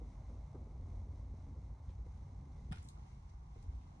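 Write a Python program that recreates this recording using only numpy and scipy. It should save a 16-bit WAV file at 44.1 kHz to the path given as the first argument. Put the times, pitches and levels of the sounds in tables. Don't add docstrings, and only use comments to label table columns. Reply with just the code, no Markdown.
import sys
import numpy as np
from scipy import signal
from scipy.fft import rfft, irfft, next_fast_len
from scipy.io import wavfile
from scipy.ndimage import map_coordinates

SR = 44100
rng = np.random.default_rng(int(sys.argv[2]) if len(sys.argv) > 2 else 0)


def pcm_store(signal):
    levels = np.round(np.clip(np.atleast_2d(signal), -1, 1) * 32767)
    wavfile.write(sys.argv[1], SR, levels.astype(np.int16).T)


N = 176400
T = np.arange(N) / SR


def amp(db):
    return 10 ** (np.asarray(db) / 20)

def unit(x):
    return x / np.sqrt(np.mean(x ** 2) + 1e-20)

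def along(points, hz):
    f, v = np.transpose(points)
    return np.interp(np.log(hz + 1), np.log(f + 1), v)

def curves(rows):
    times, *columns = np.transpose(rows)
    return [np.interp(T, times, c) for c in columns]

def wobble(per_s):
    return map_coordinates(rng.standard_normal(int(N * per_s / SR) + 4), [T * per_s])

def filtered(x, response):
    size = next_fast_len(N + SR // 2)
    return irfft(rfft(x, size) * response(np.fft.rfftfreq(size, 1 / SR)), size)[..., :N]

def colour(tone, hz):
    return amp(along(tone, hz)) / (1 + (hz / (2 * tone[-1][0])) ** 4)

def struck(x, tone):
    def response(hz):
        cepstrum = irfft(np.log(colour(tone, hz) + 1e-6))
        half = len(cepstrum) // 2
        cepstrum[1:half] *= 2
        cepstrum[half + 1:] = 0
        return np.exp(rfft(cepstrum))
    return filtered(x, response)

# (frequency [Hz], left-right difference gain [dB])
WIDTH = [(30, -47), (55, -60), (85, -38), (120, -25.5), (190, -18), (300, -7.5), (450, 0.5), (620, 1),
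         (850, 0.5), (1200, 3), (1600, 3.5), (2150, -3.5), (2700, 9), (3900, -1.5), (5000, 1.5),
         (6200, -2.5), (7500, 4.5), (9500, -2), (11000, 15)]
def spread(pair):
    mid, side = pair[0], filtered(pair[1], lambda hz: amp(along(WIDTH, hz)))
    return np.array([mid + side, mid - side])

def rush(tone):
    return unit(spread(filtered(rng.standard_normal((2, N)), lambda hz: colour(tone, hz))))

def drops(tone, per_s, spread_db):
    hits = (rng.random(N) < per_s / SR) * amp(spread_db * np.clip(rng.standard_normal(N), -2, 2))
    return unit(spread(struck(hits * rng.choice([-1, 1], (2, N)), tone)))

def blows(rows, tone, rise_s, t60, tail_db, tail_t60):
    out, t = np.zeros((2, N + SR)), np.arange(SR // 3) / SR
    burst = amp(-60 * np.maximum(t - rise_s, 0) / t60)
    tail = amp(tail_db - 60 * t / tail_t60)
    shape = (1 - np.exp(-(t / rise_s) ** 2)) * (burst + tail)
    for start, db in rows:
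        out[:, int(start * SR):][:, :len(t)] += amp(db) * shape * rng.standard_normal((2, len(t))) / 2
    gain = np.sqrt(np.mean(colour(tone, np.linspace(0, SR / 2, 4096)) ** 2))
    return spread(struck(out[:, :N], tone)) / gain

# (time [s], relative level [dB])
RUMBLE_LEVEL = [(0, -49.5), (.2, -50.5), (.4, -48.5), (.75, -51.5), (.95, -46), (1.4, -53), (2.0, -47),
                (2.2, -49), (2.6, -52.5), (2.78, -47), (2.92, -57.5), (3.15, -52), (3.55, -52.5),
                (3.72, -46), (3.8, -52.5), (4, -56.5)]
BOOM_LEVEL = [(0.0, -60.5), (0.37, -69.5), (0.5, -60), (0.67, -64), (1.77, -63.5), (2.22, -63.5),
              (2.54, -61.5), (3.6, -67.5), (4.0, -63)]
# (frequency [Hz], gain [dB])
RUMBLE_TONE = [(18, -23), (30, -17), (40, -8.5), (54, .5), (64, -1.5), (74, -8), (86, -5), (100, -13),
               (125, -19), (200, -54)]
BOOM_TONE = [(75, -33), (110, -5), (135, 4), (175, -4.5), (210, -10.5), (300, -30)]
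def traffic():
    rumble = amp(curves(RUMBLE_LEVEL)[0] + 1) * rush(RUMBLE_TONE)
    boom = amp(curves(BOOM_LEVEL)[0] + 3.5) * rush(BOOM_TONE)
    return rumble + boom

# (time [s], pitch [Hz], level [dB])
ENGINE_NOTE = [(0, 86.26, -76), (.5, 88.13, -58.5), (1.1, 88, -57), (1.65, 88.08, -55), (2.1, 84.5, -61.5),
               (2.6, 84, -66), (4, 83.34, -76.5)]
def far_engine():
    hz, db = curves(ENGINE_NOTE)
    phase = 2 * np.pi * np.cumsum(hz + 1.1 * wobble(8)) / SR
    return np.sqrt(2) * np.sin(phase) * amp(db + 1.5 * wobble(3.6))

# (time [s], relative level [dB])
WASH_LEVEL = [(0, -75.5), (1, -77), (2.4, -74), (2.9, -75), (3.3, -76.5), (3.7, -73.5), (4, -75.5)]
# (frequency [Hz], gain [dB])
WASH_TONE = [(200, -2), (350, 0.5), (480, -13), (640, -7.5), (780, 2.5), (920, 1), (1100, -2),
             (1300, -10.5), (1700, -17.5), (3000, -53)]
def rain_wash():
    lean_right = amp([[-1], [1]])
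    return amp(curves(WASH_LEVEL)[0] + 5 + 0.91 * wobble(12)) * rush(WASH_TONE) * lean_right

# (time [s], relative level [dB])
HISS_LEVEL = [(0, -77), (.9, -78.5), (1.2, -78), (1.8, -79), (2.3, -77.5), (2.9, -76.5), (3.3, -77.5),
              (4, -79)]
# (frequency [Hz], gain [dB])
HISS_TONE = [(600, 0), (1300, -1), (1550, 2), (1750, .5), (1980, 7.5), (2130, 11), (2300, 4.5), (2550, -1),
             (3100, -2.5), (4000, 2.5), (4900, -2.5), (5150, 0.5), (6200, 3.5), (6700, 0), (7300, -5.5),
             (9200, -7), (10300, -13.5), (11300, -26.5)]
def rain_hiss():
    fine_drops = amp(-7.5) * drops(HISS_TONE, per_s=150, spread_db=2.5)
    return amp(curves(HISS_LEVEL)[0] + 1.1 * wobble(10)) * unit(rush(HISS_TONE) + fine_drops)

# (time [s], level [dB])
REAR_LEVEL = [(0, -68.5), (.6, -68.5), (1.2, -69), (1.9, -75.5), (2.4, -78.5), (2.9, -84.5), (4, -84.5)]
# (frequency [Hz], gain [dB])
REAR_TONE = [(300, -24), (450, -4), (620, 1), (760, -2), (1000, -4.5), (1300, -15.5), (2000, -44)]
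def rear_window():
    return amp(curves(REAR_LEVEL)[0] + wobble(18)) * rush(REAR_TONE)

# (time [s], relative level [dB])
PATTER_LEVEL = [(0, -59.5), (.22, -69), (.32, -59.5), (.48, -71), (.6, -62), (1.55, -63.5), (1.92, -69.5),
                (2.3, -66), (2.7, -65.5), (2.92, -69.5), (3.1, -74), (3.5, -79), (3.65, -67), (4, -71)]
# (frequency [Hz], gain [dB])
PATTER_TONE = [(130, -26.5), (210, 3.5), (275, 2), (320, -7), (400, -7.5), (480, -11), (600, -15),
               (900, -22.5), (1500, -38), (3000, -66.5)]
def roof_patter():
    patter = drops(PATTER_TONE, per_s=77, spread_db=1) + amp(-1) * rush(PATTER_TONE)
    return amp(curves(PATTER_LEVEL)[0] - 0.67) * unit(patter)

# (time [s], relative level [dB])
TAPS = [(.012, -52), (.294, -51.5), (.343, -56.5), (.37, -61), (0.546, -43.5), (.563, -56.5), (.615, -54.5),
        (.665, -56), (.935, -54.5), (1.56, -53.5), (1.892, -59), (1.988, -57.5), (2.06, -55), (2.29, -58),
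        (2.98, -61.5), (3.558, -52.5), (3.733, -59.5)]
# (frequency [Hz], gain [dB])
TAP_TONE = [(90, -22), (220, 1.5), (330, 2.5), (490, 2), (620, -11), (750, -11.5), (920, -12.5),
            (1200, -13.5), (1700, -32), (4000, -63.5)]
def heavy_drops():
    return amp(-2.5) * blows(TAPS, TAP_TONE, rise_s=0.0022, t60=0.078, tail_db=-25, tail_t60=0.45)

# (typical pitch [Hz], relative level [dB], time to fade 60 dB [s])
ROOF_NOTES = [(272, 1.5, .06), (363.4, 2.5, 0.088), (486, 6.5, 0.049)]
def roof_ring():
    out, t = np.zeros(N + SR), np.arange(SR // 4) / SR
    attack = 1 - np.exp(-t / 0.0022)
    for start, db in TAPS:
        for hz, level, t60 in ROOF_NOTES:
            pitch = hz * (1 + 0.071 * rng.standard_normal())
            fade = amp(db - 8 + level - 60 * t / t60)
            out[int(start * SR):][:len(t)] += attack * fade * np.sin(2 * np.pi * pitch * t)
    return out[:N]

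# (peak time [s], rise [s], time to fade 60 dB [s], level [dB],
# centre frequency [Hz], width [octaves])
RUBS = [(1.896, 0.0055, 0.083, -75, 2880, 0.46), (1.914, .012, 0.073, -82, 2980, .5),
        (2.764, 0.035, 0.35, -69.5, 2800, 1.03), (2.775, 0.0045, .05, -65, 1530, 0.22),
        (2.851, 0.027, 0.36, -75.5, 7500, 0.43), (2.985, 0.023, 0.076, -67, 850, 0.49),
        (3.3, .012, .08, -79.5, 4930, 0.39), (3.84, 0.15, .7, -85.5, 3280, 0.62)]
def leather():
    out = np.zeros((2, N))
    for peak, rise, fall, db, hz, width in RUBS:
        noise = rng.standard_normal((2, N))
        band = unit(filtered(noise, lambda f: np.exp(-.5 * (np.log2((f + 1) / hz) / width) ** 2)))
        swell = np.exp(-(np.minimum(T - peak, 0) / rise) ** 2)
        fade = amp(-60 * np.maximum(T - peak, 0) / fall)
        grain_db = 3.5 * wobble(330)
        out += amp(db + grain_db) * swell * fade * band
    return out

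# (time [s], relative level [dB])
TICKS = [(2.8865, -50), (3.626, -66), (3.637, -71), (3.7545, -73)]
# (frequency [Hz], gain [dB])
TICK_TONE = [(2500, -20), (3800, 11.5), (5500, 5.5), (7500, 9.5), (9200, 8.5), (11000, -7)]
def trim_ticks():
    return blows(TICKS, TICK_TONE, rise_s=0.0012, t60=.009, tail_db=-13, tail_t60=.16)

# (time [s], relative level [dB])
CLACKS = [(2.7148, -50), (2.7218, -42), (2.7245, -45), (2.7285, -42.5), (2.742, -56.5), (2.757, -56),
          (2.772, -54.5)]
# (frequency [Hz], gain [dB])
CLACK_TONE = [(300, 0), (580, 0), (780, 5.5), (1100, 1.5), (1450, 5), (2100, 1.5), (2900, -5), (3900, -6),
              (4600, -11.5), (5200, -3.5), (6500, -19), (9500, -8), (11500, -28)]
def trim_clacks():
    return blows(CLACKS, CLACK_TONE, rise_s=0.00076, t60=.008, tail_db=-23, tail_t60=.28)

# (pitch [Hz], relative level [dB], time to fade 60 dB [s])
TRIM_NOTES = [(760, 10, 0.046), (880, -1.5, 0.1), (1363, -1.5, 0.13), (1433, 3.5, 0.071), (1562, -6, .09),
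              (1645, -12.5, 0.074), (2160, -4.5, 0.086), (2445, -2.5, 0.1), (2602, -6, 0.075),
              (2960, -11, 0.13), (3165, -6, 0.089), (3460, -7.5, .14), (3780, -11.5, 0.15),
              (4366, -11, 0.14), (4960, -13, .18)]
def trim_ring():
    out, t = np.zeros((2, N + SR)), np.arange(SR // 3) / SR
    for start, db in CLACKS:
        for hz, level, t60 in TRIM_NOTES:
            phase = rng.uniform(0, 2 * np.pi, (2, 1))
            fade = amp(db - 23 + level + rng.normal(0, 0.56) - 60 * t / t60)
            out[:, int(start * SR):][:, :len(t)] += fade * np.sin(2 * np.pi * hz * t + phase)
    return spread(out[:, :N])

# (pitch [Hz], level [dB], time to fade 60 dB [s])
SEAT_NOTES = [(75.9, -38, 0.38), (141.2, -26.5, 0.049), (168, -33, 0.056)]
def seat_thump(start_s=2.711, rise_s=0.0072):
    t = np.maximum(T - start_s, 0)
    ring = sum(amp(db - 60 * t / t60) * np.sin(2 * np.pi * hz * t) for hz, db, t60 in SEAT_NOTES)
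    return -ring * (1 - np.exp(-t / rise_s))

def scene():
    background = traffic() + far_engine()
    rain = rain_wash() + rain_hiss() + rear_window() + roof_patter() + heavy_drops() + roof_ring()
    turning = leather() + trim_ticks() + trim_clacks() + trim_ring() + seat_thump()
    return background + rain + turning

# (time [s], centred below [Hz], left-right difference gain [dB])
MONO_BELOW = [(0, 716, -5), (1.0, 793, -6), (1.85, 686, -5.5), (2.2, 432, -3.5), (2.6, 300, -4.5),
              (2.85, 240, 3.5), (3.15, 147, -0.5), (3.601, 65.6, 0), (4, 60, 0.5)]
def record(dry):
    top_hz = 11400
    mid, side = (dry[0] + dry[1]) / 2, (dry[0] - dry[1]) / 2
    hz, t, side_spectrum = signal.stft(side, SR, nperseg=1024)
    times, limit_hz, db = np.transpose(MONO_BELOW)
    steep = (hz[:, None] / np.interp(t, times, limit_hz)) ** 10
    side_gain = steep / (1 + steep) * amp(np.interp(t, times, db))
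    side = signal.istft(side_spectrum * side_gain, SR, nperseg=1024)[1][:N]
    return filtered(np.array([mid + side, mid - side]), lambda hz: hz < top_hz)

dry = scene()
out = record(dry)
pcm_store(out)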